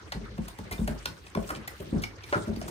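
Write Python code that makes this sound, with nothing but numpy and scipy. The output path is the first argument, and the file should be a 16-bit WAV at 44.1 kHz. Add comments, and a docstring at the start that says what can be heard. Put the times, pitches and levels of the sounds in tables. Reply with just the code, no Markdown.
"""A sharp tick and a hollow thump come first: a large dog is climbing a wooden staircase, just ahead of us.
Its soft paw pads push on the treads and set the whole stair booming. Its claws tick and scrape on the
paint and make the treads ring briefly. Fur and harness rustle as it moves. The panelled stairwell adds
a short echo to the steps, and a faint rumble of the room lies under everything."""
import sys
import numpy as np
from scipy import signal
from scipy.fft import rfft, irfft
from scipy.io import wavfile

SR = 44100
rng = np.random.default_rng(int(sys.argv[2]) if len(sys.argv) > 2 else 0)


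def transcribe(signal):
    """Save signal, clipped to [-1, 1], as a 16-bit WAV file at the path in sys.argv[1]."""
    frames = np.atleast_2d(signal).T
    limited = np.clip(frames, -1, 1)
    pcm = np.round(limited * 32767).astype(np.int16)
    wavfile.write(sys.argv[1], SR, pcm)


N = 119070  # 2.7 s


def from_db(db):
    """Turn decibels into a number to multiply by."""
    return 10 ** (np.asarray(db) / 20)


def rms_one(x):
    """Scale a sound so that its average strength (rms) is 1."""
    return x / np.sqrt(np.mean(x ** 2) + 1e-20)


def even(x, length):
    """Give a burst the energy of a sound that holds rms 1 for length seconds."""
    return x * np.sqrt(length * SR / np.sum(x ** 2))


def at_hz(table, hz):
    """Read between the rows of a table of frequencies and values."""
    freqs, values = np.transpose(table)
    return np.interp(np.log(hz), np.log(freqs), values)


def drift(rate_hz):
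    """A smooth random wobble of rms 1; a higher rate wobbles faster."""
    step = 40  # samples between computed points
    r = np.exp(-2 * np.pi * step * rate_hz / SR)
    slow = signal.lfilter([1], [1, -2 * r, r * r], rng.standard_normal(N // step + 2002))[2000:]
    return np.interp(np.arange(N) / step, np.arange(len(slow)), rms_one(slow))


def filtered(x, hz, kind="band", order=2):
    """Keep what lies below hz ("low"), above it ("high") or between two frequencies ("band")."""
    return signal.sosfilt(signal.butter(order, hz, kind, fs=SR, output="sos"), x)


def ring(x, hz, t60):
    """Let x set a tone ringing, like tapped wood; it fades by 60 dB in t60 seconds."""
    r = from_db(-60 / (t60 * SR))
    w = 2 * np.pi * hz / SR
    return signal.lfilter([0, np.sin(w)], [1, -2 * r * np.cos(w), r * r], x + 1e-18)


def add(out, x, start_s):
    """Mix x into out from the given time."""
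    i = int(start_s * SR)
    out[..., i:i + x.shape[-1]] += x[..., :N - i]


def late(x, delay_s):
    """Delay a sound, even by part of a sample."""
    return irfft(rfft(x) * np.exp(-2j * np.pi * delay_s * np.fft.rfftfreq(N, 1 / SR)), N)


def contact(length, noise, rise_s=0.0015):
    """The uneven force of a touch: it rises fast and fades after about length seconds; energy 1."""
    t = np.arange(len(noise)) / SR
    force = noise * (1 - np.exp(-t / rise_s)) * np.exp(-(t / length) ** 2 / 2)
    return force / np.sqrt(np.sum(force ** 2))


# How alike the noise is on the left and right: f/Hz, likeness (1 = the same, 0 = unrelated)
LIKENESS = [(60, 1), (150, 0.64), (400, 0.71), (1000, 0.011)]
def banded_noise(spectrum, flicker_db):
    """Stereo noise in half-octave bands, each with its own level, flicker and likeness; rms 1."""
    out, shared_wobble = 0, drift(4.0)
    edges = 25 * 2 ** np.arange(0, 9.6, .5)
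    white = rng.standard_normal((2, 2, N))
    for k, (low, high) in enumerate(zip(edges, edges[1:])):
        mid, side = filtered(white[k % 2], (low, high))
        hz = np.sqrt(low * high)
        alike = at_hz(LIKENESS, hz)
        gain = from_db(at_hz(spectrum, hz) + flicker_db * (.4 * shared_wobble + drift(20)))
        out = out + gain * (np.sqrt(1 + alike) * mid + np.sqrt(1 - alike) * side * [[1], [-1]])
    return rms_one(out)


# The room's background noise, from bass to treble: f/Hz, relative level/dB
ROOM_SPECTRUM = [(18, -53), (30, 8), (74, 0.5), (229, -18), (352, -8.5), (777, -25.5), (1140, -14.5),
                 (5000, -30), (6500, -35), (11000, -120)]
def room_tone():
    """A faint, wavering rumble fills the room."""
    return from_db(-44.5) * banded_noise(ROOM_SPECTRUM, flicker_db=4.0)


def stairwell(x, low_t60=0.36, treble_t60=0.22, split_hz=1400, build_s=0.006):
    """Sound bounces between the panelled walls and blurs into an echo whose treble dies first."""
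    t = np.arange(SR // 2) / SR
    white = rng.standard_normal((2, len(t)))
    low = filtered(white, split_hz, "low")
    tail = low * from_db(-60 * t / low_t60) + (white - low) * from_db(-60 * t / treble_t60)
    tail *= 1 - np.exp(-t / build_s)
    tail /= np.sqrt(np.sum(tail ** 2, axis=1, keepdims=True))
    return signal.fftconvolve(x[None], tail, axes=1)[:, :N]


# How loud the fur and harness are as the dog moves: t/s, level/dB
RUSTLE_LEVELS = [(0, -59.5), (0.051, -69), (.3, -66), (.45, -58), (.68, -64), (.8, -52), (1.02, -59),
                 (1.2, -58.5), (1.33, -63), (1.45, -50), (1.58, -55), (1.65, -68), (1.77, -59.5),
                 (1.85, -54.5), (1.99, -60), (2.099, -77), (2.2, -66), (2.302, -48.5), (2.45, -54.5),
                 (2.54, -56), (2.7, -52.5)]
# The rustle, from bass to treble: f/Hz, relative level/dB
RUSTLE_SPECTRUM = [(400, -8), (1000, -10.5), (2500, -10), (5000, -8.5), (8500, -11.5), (11000, -19),
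                   (16000, -21)]
def rustle(grain_db=2):
    """Fur and harness rub in swells of hiss; separate hairs and straps make it flicker fast."""
    swell_db = np.interp(np.arange(N) / SR, *np.transpose(RUSTLE_LEVELS))
    gain = from_db(swell_db + grain_db * drift(200))
    return gain * banded_noise(RUSTLE_SPECTRUM, flicker_db=4.5)


# Claws striking or scraping: t/s, knock level/dB, click level/dB, hiss level/dB, length/s,
# the tread's ring f/Hz, ring level/dB
CLAW_STRIKES = [(0.12, -32, -33.5, -48, 0.005, 868, -37), (0.377, -46, -55.5, -62, 0.0081, 571, -43.5),
                (0.48, -42.5, -48, -45, 0.0069, 1050, -57), (0.586, -44, -48, -51.5, 0.0039, 868, -39),
                (0.71, -38, -49.5, -44, 0.008, 2095, -36), (0.722, -46, -40.5, -45, 0.0095, 2400, -44),
                (0.779, -41, -60, -80, 0.0035, 3610, -45), (0.875, -31, -40, -41, 0.0051, 613, -28),
                (1.055, -33, -27.5, -38.5, 0.004, 1490, -27), (1.264, -50, -51, -80, 0.0064, 2550, -49),
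                (1.349, -33, -40, -48, 0.003, 1100, -28), (1.488, -40, -48, -47.5, 0.0085, 1260, -40),
                (1.502, -29.5, -45, -45, 0.0074, 1059, -35), (1.548, -56, -40, -65, 0.003, 2360, -42),
                (1.558, -52, -42, -60, 0.0027, 2920, -49), (1.675, -40, -41, -40, 0.0047, 2056, -33),
                (1.8, -69, -55, -54, 0.0072, 436, -37.5), (2.018, -49, -47.5, -48.5, 0.015, 2350, -59),
                (2.035, -37, -34, -48, 0.0054, 2262, -29), (2.207, -43, -51, -98, 0.0017, 1540, -46),
                (2.234, -52, -45, -83, 0.0064, 2340, -43.5), (2.325, -25, -35.5, -67, 0.0026, 568, -20),
                (2.328, -27, -52.5, -65, 0.016, 1374, -23.5), (2.56, -46, -46.5, -53.5, 0.0037, 4670, -46),
                (2.614, -38.5, -41.5, -52, 0.0028, 653, -31.5), (2.679, -40, -51, -45.5, 0.008, 913, -43.5)]
def claws(grain_db=4, tread_t60=0.023):
    """A hard claw makes a gritty tick on the paint and sets the tread ringing. 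Returns ticks, rings."""
    ticks, rings = np.zeros((2, N))
    bands_hz = [(480, 1900), (1900, 6000), (6000, 16000)]  # knock, click, hiss
    shape = (len(CLAW_STRIKES), SR // 8)
    grits = rng.standard_normal(shape) * from_db(grain_db * rng.standard_normal(shape))
    for (start_s, *levels_db, length, hz, ring_db), grit in zip(CLAW_STRIKES, grits):
        force = contact(length, grit)
        for db, edges in zip(levels_db, bands_hz):
            burst = filtered(filtered(force, edges), edges)
            add(ticks, from_db(db) * even(burst, length), start_s)
        tread = ring(contact(length, grit[::-1]), hz, tread_t60)
        tread = ring(tread, hz, tread_t60 / 2)  # a second pass makes the tone purer
        add(rings, from_db(ring_db) * even(tread, length), start_s)
    return ticks, rings


# The staircase's own tones, seven low and then six woody: f/Hz, relative level/dB, time to fade 60 dB/s
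STAIR_TONES = [(104.6, -6.5, 0.61), (119.3, -11.5, 0.78), (156, -10, 0.1), (157.6, 2.5, 0.15),
               (181.2, -2, 0.39), (207.2, 8.5, 0.12), (249.7, 1, 0.081), (306, 6, 0.15), (343.4, 13, 0.11),
               (387, 12, 0.058), (522, 10, 0.056), (548, -9.5, 0.043), (425.8, -0.5, 0.084)]
# Paw pads landing: t/s, low thump level/dB, woody level/dB, deep boom level/dB, length of the push/s
PAD_LANDINGS = [(0.147, -35.5, -52.5, -25.5, 0.021), (0.208, -41.5, -53, -36, 0.014),
                (0.299, -46.5, -65, -29, 0.042), (0.385, -31.5, -51.5, -25, 0.011),
                (0.587, -38.5, -58.5, -35, 0.019), (0.711, -41, -48, -28, 0.024),
                (0.789, -34, -38.5, -20, 0.01), (0.813, -29, -59, -19, 0.0057),
                (0.878, -32.5, -44.5, -20.5, 0.031), (1.059, -46.5, -53.5, -47, 0.046),
                (1.354, -35, -39, -26, 0.0067), (1.371, -28, -32.5, -30, 0.0056),
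                (1.5, -50.5, -41.5, -33, 0.031), (1.556, -42.5, -53, -57, 0.023),
                (1.799, -44.5, -44, -61, 0.022), (1.862, -47, -55, -56, 0.043),
                (1.925, -26, -37, -21.5, 0.046), (2.353, -32, -34.5, -53.5, 0.025),
                (2.472, -30.5, -38.5, -27.5, 0.037), (2.568, -34, -54, -29, 0.0053),
                (2.617, -43.5, -45.5, -30.5, 0.18)]
def pads(boom_hz=50.3, boom_t60=0.48, boom_push_s=0.0024):
    """Each soft, uneven push of a paw shakes the hollow stair: a woody thump over a deep boom."""
    out, size = np.zeros(N), SR // 2
    t = np.arange(size) / SR
    boom = ring(t * np.exp(-t / boom_push_s), boom_hz, boom_t60)
    boom /= np.abs(boom).max()
    for start_s, low_db, woody_db, boom_db, length in PAD_LANDINGS:
        push = contact(length, rng.standard_normal(size))
        tones = [from_db(db) * ring(push, hz, t60) for hz, db, t60 in STAIR_TONES]
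        low = from_db(low_db) * even(sum(tones[:7]), length + .03)
        woody = from_db(woody_db) * even(sum(tones[7:]), length + .03)
        add(out, low + woody + from_db(boom_db) * boom, start_s)
    return out


def scene():
    """Mix the steps, their echo, the rustle and the room's rumble."""
    thumps = pads()
    ticks, rings = claws()
    steps = thumps + ticks + rings
    direct = np.array([steps, late(steps, delay_s=0.00029)])  # the stairs are nearer the left side
    upper_thumps = filtered(thumps, 280, "high")
    echo = stairwell(from_db(-3.5) * upper_thumps + from_db(-5) * ticks + from_db(-7.5) * rings)
    return direct + echo + rustle() + room_tone()


def record(dry, shared_above_hz=7500, bass_cut_hz=63.7, top_cut_hz=15900):
    """Two close microphone openings share the treble, the left a little late; bass and top are cut."""
    share = 1 / (1 + (shared_above_hz / (np.fft.rfftfreq(N, 1 / SR) + 1)) ** 12)
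    treble = irfft(rfft(dry[0]) * share, N)
    below = irfft(rfft(dry) * np.sqrt(1 - share ** 2), N)
    both = below + [late(treble, delay_s=.0002163), treble]
    both = filtered(both, bass_cut_hz, "high", order=4)
    return signal.sosfilt(signal.ellip(10, .5, 55, top_cut_hz, fs=SR, output="sos"), both)


dry = scene()
out = record(dry)
transcribe(out)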